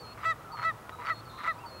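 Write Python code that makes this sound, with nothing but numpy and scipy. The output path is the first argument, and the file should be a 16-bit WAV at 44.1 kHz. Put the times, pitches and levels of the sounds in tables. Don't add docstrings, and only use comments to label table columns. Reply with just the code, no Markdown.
import sys
import numpy as np
from scipy import signal
from scipy.io import wavfile
from scipy.ndimage import uniform_filter1d

SR = 44100
rng = np.random.default_rng(int(sys.argv[2]) if len(sys.argv) > 2 else 0)


def pcm_store(signal):
    levels = np.round(np.clip(np.atleast_2d(signal), -1, 1) * 32767)
    wavfile.write(sys.argv[1], SR, levels.astype(np.int16).T)


def field_ratio(decibels):
    return 10 ** (np.asarray(decibels, dtype=float) / 20)


N = 79380
T = np.arange(N) / SR

# (lock time [s], end [s], pitch [Hz], level [dB], brightness [dB per octave])
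CLEAN_NOTES = [
    (0.254, .34, 655, -28.5, 1),
    (0.648, 0.723, 655, -29, -2.5),
    (1.101, 1.143, 660, -29.5, -6.5),
    (1.475, 1.531, 661, -29.5, -5.5),
]
# (centre [Hz], width [Hz], level [dB])
THROAT_RESONANCES = [(1038, 97, -3.5), (1232, 190, 2.5), (1906, 560, -5), (2270, 1400, -24),
                     (3800, 560, -34), (6400, 550, -50), (7550, 740, -51)]


def level(x, db):
    return x * field_ratio(db) / np.sqrt(np.mean(x ** 2))


def band(x, hz, width_hz):
    return signal.lfilter(*signal.iirpeak(hz, hz / width_hz, SR), x)


def double_band(x, hz, width_hz):
    return band(band(x, hz, width_hz), hz, width_hz)


def noise():
    return rng.standard_normal(N)


def walk(rate_hz):
    hold = int(SR / rate_hz)
    steps = np.repeat(rng.standard_normal(N // hold + 1), hold)
    return 1.3 * uniform_filter1d(uniform_filter1d(steps, hold), hold)[:N]


def gate(start, length, edge):
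    inside = np.minimum(T - start, start + length - T)
    return np.sin(np.pi / 2 * np.clip(inside / edge, 0, 1)) ** 2


def bump(centre, width):
    return np.exp(-.5 * ((T - centre) / width) ** 2)


def tone(hz):
    return np.sqrt(2) * np.sin(2 * np.pi * np.cumsum(hz) / SR)


def air():
    # (frequency [Hz], level [dB per Hz])
    air_spectrum = [(15, -45), (25, -0.5), (104, -3), (267, -9), (1030, -6.5), (1270, -14), (1540, -18.5),
                    (5300, -30), (15600, -33)]
    spectrum_hz, spectrum_db = np.array(air_spectrum).T
    hiss = 0
    for hz in 30 * 2 ** np.arange(0, 9.1, .5):
        db = np.interp(np.log(hz), np.log(spectrum_hz), spectrum_db) + 10 * np.log10(hz)
        db = db + 0.45 * walk(6.04) * min(1, 2000 / hz)
        hiss = hiss + level(double_band(noise(), hz, hz / 1.64), 0) * field_ratio(db)
    traffic = level(band(noise(), hz=113, width_hz=9), -55)
    flock = level(double_band(noise(), hz=1250, width_hz=320) * field_ratio(walk(26.18)), -57)
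    whine = field_ratio(-81) * tone(15704 + 0 * T)
    return level(hiss, -49.5) + traffic + flock + whine


def whistles():
    # (start [s], length [s], held pitch [Hz], level [dB])
    calls = [
        (-.012, .151, 4270, -53),
        (.516, .149, 4255, -53.5),
        (1.056, .154, 4295, -54),
        (1.657, .16, 4265, -54),
    ]
    peak_hz, peak_s, slide_s = 255, 0.0154, .018
    flick_hz, flick_s = 150, 0.0081
    out = 0
    for start, length, hz, db in calls:
        slide = peak_hz * bump(start + peak_s, slide_s)
        flick = flick_hz * np.exp(np.minimum(T - start - length, 0) / flick_s)
        dip_db = -3.5 * bump(start + .045, 0.0076) + 0.23 * walk(65)
        out = out + field_ratio(db + dip_db) * gate(start, length, 0.0054) * tone(hz + slide + flick)
    return out


def far_notes(rows, rasp, flutter_db, wobble):
    out = 0
    for start, length, hz, glide_hz, db in rows:
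        pitch = (hz + glide_hz * np.clip((T - start) / length, 0, 1)) * (1 + wobble * walk(90))
        buzz = 1 + rasp * tone(160 * (1 + 0.0447 * walk(58.7)))
        out = out + field_ratio(db + flutter_db * walk(69.9)) * gate(start, length, 0.0035) * buzz * tone(pitch)
    return out


def far_fowl():
    # (start [s], length [s], pitch [Hz], glide [Hz], level [dB])
    fowl_notes = [(.02, 0.066, 1290, -28, -55), (.445, 0.051, 1382, -82, -51), (.49, 0.035, 787, 9, -52.5),
                  (.5, 0.032, 1250, 9, -46), (.528, 0.024, 940, -27, -41.5), (.54, 0.026, 1250, -45, -43),
                  (.58, 0.07, 950, 28, -45.5), (.86, 0.039, 1430, 10, -56), (.922, 0.031, 1297, -24, -46.5),
                  (.985, 0.048, 980, -21, -44.5), (1.21, 0.11, 1312, 12, -55.5), (1.25, 0.02, 1420, 0, -61),
                  (1.33, 0.07, 1049, 31, -52.5), (1.455, 0.031, 996, 13, -43.5),
                  (1.55, 0.052, 956, 32, -50), (1.61, 0.022, 785, 18, -51.5),
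                  (1.635, 0.0375, 963, -47, -43.5), (1.65, 0.024, 1320, -9, -50),
                  (1.72, 0.059, 517.5, 13, -55), (0, 0.043, 485.6, 5, -53.5), (.96, 0.063, 488, -27, -56)]
    return far_notes(fowl_notes, rasp=0.34, flutter_db=0.5, wobble=0.0033)


def twitter():
    # (start [s], length [s], centre [Hz], width [Hz], level [dB])
    flurries = [
        (1.29, .21, 3750, 500, -59.5),
        (1.33, .2, 4130, 250, -63),
        (.04, .1, 2700, 1200, -63),
        (1.15, .07, 3650, 500, -65),
    ]
    out = 0
    for start, length, hz, width_hz, db in flurries:
        grains = double_band(noise(), hz, width_hz) * field_ratio(1.2 * walk(130))
        out = out + level(grains, db) * gate(start, length, 0.0072)
    return out


def songbirds():
    # (start [s], length [s], pitch [Hz], glide [Hz], level [dB])
    song_notes = [(.06, .1, 2600, -40, -68), (.205, .04, 3900, 0, -67), (.185, .02, 6000, -40, -71),
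                  (.21, .06, 4960, -120, -69), (.92, .145, 3880, 40, -65), (1.25, .11, 4470, -470, -62.5),
                  (1.355, .025, 4020, 110, -59), (1.38, .06, 4120, -10, -62), (1.375, .09, 3980, -260, -63),
                  (1.47, .085, 3670, 30, -65), (1.455, .095, 4150, -60, -65), (1.585, .015, 4850, 0, -64),
                  (1.69, .015, 4850, 0, -65), (1.74, .06, 2620, -50, -66)]
    return far_notes(song_notes, rasp=0, flutter_db=2.0, wobble=.004)


def growls():
    # (time [s], pulse rate [Hz], effort [dB])
    growl_curves = [
        [(.172, 139.9, -68), (.177, 139.3, -47.5), (.2, 138.5, -49.5), (.222, 145.5, -47), (.24, 150, -41),
         (.252, 160, -36), (.268, 163, -61)],
        [(.568, 150, -47.5), (.595, 150, -44), (.612, 160, -45), (.625, 162.6, -41.5), (.645, 165.6, -40),
         (.67, 165.1, -75)],
        [(.985, 160, -53.5), (1.015, 164.8, -44), (1.034, 160, -45), (1.043, 154.4, -45), (1.055, 150, -42),
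         (1.085, 146, -40), (1.103, 160, -38), (1.135, 155.2, -58)],
        [(1.376, 160, -50), (1.386, 160, -42.5), (1.402, 160, -44.5), (1.42, 167.3, -44.5), (1.45, 164.7, -44),
         (1.476, 165, -37), (1.495, 160, -45)],
    ]
    time, rate_hz, effort_db = np.concatenate(growl_curves).T
    jitter, shimmer_db, rasp_db = .14, 3.0, 7
    puff = .6
    phase = np.cumsum(np.interp(T, time, rate_hz) * (1 + jitter * walk(150))) / SR
    pulses = np.diff(np.floor(phase), prepend=0) * field_ratio(shimmer_db * noise())
    rasp = noise() * np.exp(-(phase % 1) / puff)
    drive = level(uniform_filter1d(pulses, size=3), 0) + level(rasp, rasp_db)
    effort = np.interp(T, time, effort_db)
    on = sum(gate(g[0][0], g[-1][0] - g[0][0], 0.0023) for g in growl_curves)
    voice = 0
    for hz, width_hz, db in THROAT_RESONANCES:
        bright_db = (effort + 38) * np.log2(hz / 1300) / 2
        voice = voice + field_ratio(db + bright_db) * double_band(drive, hz, 1.06 * width_hz)
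    return on * field_ratio(effort) / np.std(double_band(drive, 1300, 334)) * voice


def flaps():
    # (time [s], peak [dB])
    flap_times = [(.1755, -41.5), (.191, -36), (0.203, -35.5), (0.21, -43), (0.228, -35), (.234, -33.5),
                  (.241, -30), (.247, -27), (0.578, -33), (0.588, -33), (.596, -29), (.6295, -24),
                  (.636, -34.5), (0.64, -27), (1.0505, -31.5), (1.0557, -31.5), (1.063, -29), (1.070, -23),
                  (1.0777, -27), (1.086, -25.5), (1.0912, -24), (1.0974, -25.5), (1.4355, -29),
                  (1.4416, -27.5), (1.4473, -28.5), (1.4532, -26), (1.459, -32), (1.466, -31),
                  (1.4732, -28)]
    # (centre [Hz], width [Hz], level [dB])
    rings = [
        (1014, 170, -6),
        (1290, 100, -4),
        (2030, 450, -1),
        (2970, 630, -10),
    ]
    out, t = np.zeros(N), T[:SR // 40]
    for start, peak_db in flap_times:
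        rough = rng.standard_normal(len(t))
        push = (1 + 1.65 * uniform_filter1d(rough, size=6)) * t * np.exp(-t / 0.00037)
        push = push * np.cos(2 * np.pi * 1500 * t)
        ring = 0
        for hz, width_hz, db in rings:
            detune, uneven_db = 0.023 * rng.standard_normal(), 2 * rng.standard_normal()
            ring = ring + field_ratio(db + uneven_db) * band(push, hz * (1 + detune), width_hz) / width_hz
        first = int(start * SR)
        out[first:first + len(t)] += ring / np.abs(ring).max() * field_ratio(peak_db)
    return out


def honks():
    # (start [s], level under the note at start [dB], at lock [dB], chop depth [0-1])
    creaks = [
        (0.232, -22, -6, 0.5),
        (0.629, -10, -3.5, 0.02),
        (1.091, -17, -9, 0.4),
        (1.431, -17, -12, 0.58),
    ]
    # (multiple of the pitch, level [dB], drift as the beak opens [dB per s])
    partials = [(1, -18, -20), (2, 0, 0), (3, -3, 80), (4, -20, -60), (5, -28, 0), (6, -24, 220),
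                (7, -32, 0), (8, -36, 0), (9, -38, 60), (10, -44, 0), (11, -39, -60), (12, -40, 0)]
    attack_s, scoop, scoop_s = .01, .006, .008
    fall, fall_s, bottom_s = .11, .032, .007
    fade_db, fade_s, close_db = 21, .036, 7
    out = 0
    for (lock, end, hz, db, tilt), (start, start_db, lock_db, depth) in zip(CLEAN_NOTES, creaks):
        age = np.clip(T - lock, 0, end - lock)
        loose = 1 - gate(lock - attack_s / 2, 9, attack_s)
        sag = np.clip(1 - (end - bottom_s - T) / fall_s, 0, 1) ** 2
        fade = np.clip(1 - (end - T) / fade_s, 0, 1) ** 2
        wobble = (0.00098 + .012 * loose) * walk(200)
        pitch = hz * (1 - scoop * np.exp(-((T - lock) / scoop_s) ** 2) - fall * sag + wobble)
        turn = 2 * np.pi * np.cumsum(pitch) / SR
        stack = 0
        for k, partial_db, drift in partials:
            k_db = partial_db + drift * (age - (end - lock) + 0.0505)
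            k_db = k_db + tilt * np.log2(max(k / 3, 1))
            k_db = k_db - close_db * fade * abs(np.log2(k / 1.93))
            k_db = k_db - 1.5 * loose * abs(np.log2(k / 2))
            k_db = k_db + .25 * k * walk(69.94)
            early_stop = gate(0, end - bottom_s + 0.0024, 0.0079) if k > 2 else 1
            wave = -np.sqrt(2) * np.cos(k * turn + 0.4 * (k - 2) * (k - 3))
            stack = stack + field_ratio(k_db) * early_stop * wave
        chop_depth = np.clip(depth * (loose + 0.048 * (1 - loose)), 0, 1)
        chop = 1 + chop_depth * np.cos(turn / 4 + .5 * walk(60))
        creak_db = loose * (np.interp(T, [start, lock], [start_db, lock_db]) + 2.0 * walk(160))
        out = out + stack * chop * field_ratio(db + creak_db - fade_db * fade) * gate(start, end - start, 0.0028)
    return out


def bursts():
    breath = noise() * field_ratio(3.0 * walk(300))
    hiss = 0
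    for hz, width_hz, db in THROAT_RESONANCES:
        if hz > 2950:
            hiss = hiss + field_ratio(db / 2) * double_band(breath, hz, width_hz)
    catches = sum(field_ratio(db + tilt) * bump(lock, .009) for lock, _, _, db, tilt in CLEAN_NOTES)
    return level(hiss, -25) * catches


def snap():
    # (time [s], peak [dB])
    ticks = [
        (0.8933, -37),
        (.8941, -28),
        (.8962, -38),
        (.8988, -36),
    ]
    # (frequency [Hz], level [dB], ring scale [s], about five times the 60 dB decay)
    modes = [(600, 10, 0.014), (1100, 8, .022), (1850, 4, 0.04), (3150, 1, 0.03), (4500, -7, 0.022),
             (7400, -14, 0.015)]
    grain = .3 * noise() - 1
    hit = 0
    for start, db in ticks:
        hit = hit + field_ratio(db) * grain * (T > start) * np.exp(-np.maximum(T - start, 0) / .00008)
    crack = 0
    for hz, db, ring_s in modes:
        crack = crack + field_ratio(db) * double_band(hit, hz, 15 / ring_s) * ring_s
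    return crack / np.abs(crack).max() * field_ratio(max(db for _, db in ticks))


def arch():
    top_s, top_hz, drop_hz = 1.617, 2780, 800
    away = 1 - bump(top_s, .032)
    loudness = field_ratio(-58.5 - 20 * away + 2 * walk(79.3))
    return loudness * gate(top_s - .055, 0.14, 0.0078) * tone(top_hz - drop_hz * away)


def scene():
    near = growls() + flaps() + honks() + bursts() + snap()
    far = whistles() + far_fowl() + twitter() + songbirds() + arch()
    birds = near + far
    t = T[:SR // 2]
    tail = rng.standard_normal(len(t)) * np.exp(-np.log(1000) * t / 1) * (t > .01)
    echo = signal.fftconvolve(birds, tail / np.sqrt(np.sum(tail ** 2)))[:N]
    return (birds + field_ratio(-28) * echo + air())[None]


def band_limit(x):
    return signal.sosfilt(signal.butter(12, 15720, fs=SR, output="sos"), x)


def record(dry):
    bass_cut = signal.butter(3, 52, "high", fs=SR, output="sos")
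    mix = signal.sosfilt(bass_cut, dry)
    return band_limit(mix)


dry = scene()
out = record(dry)
pcm_store(out)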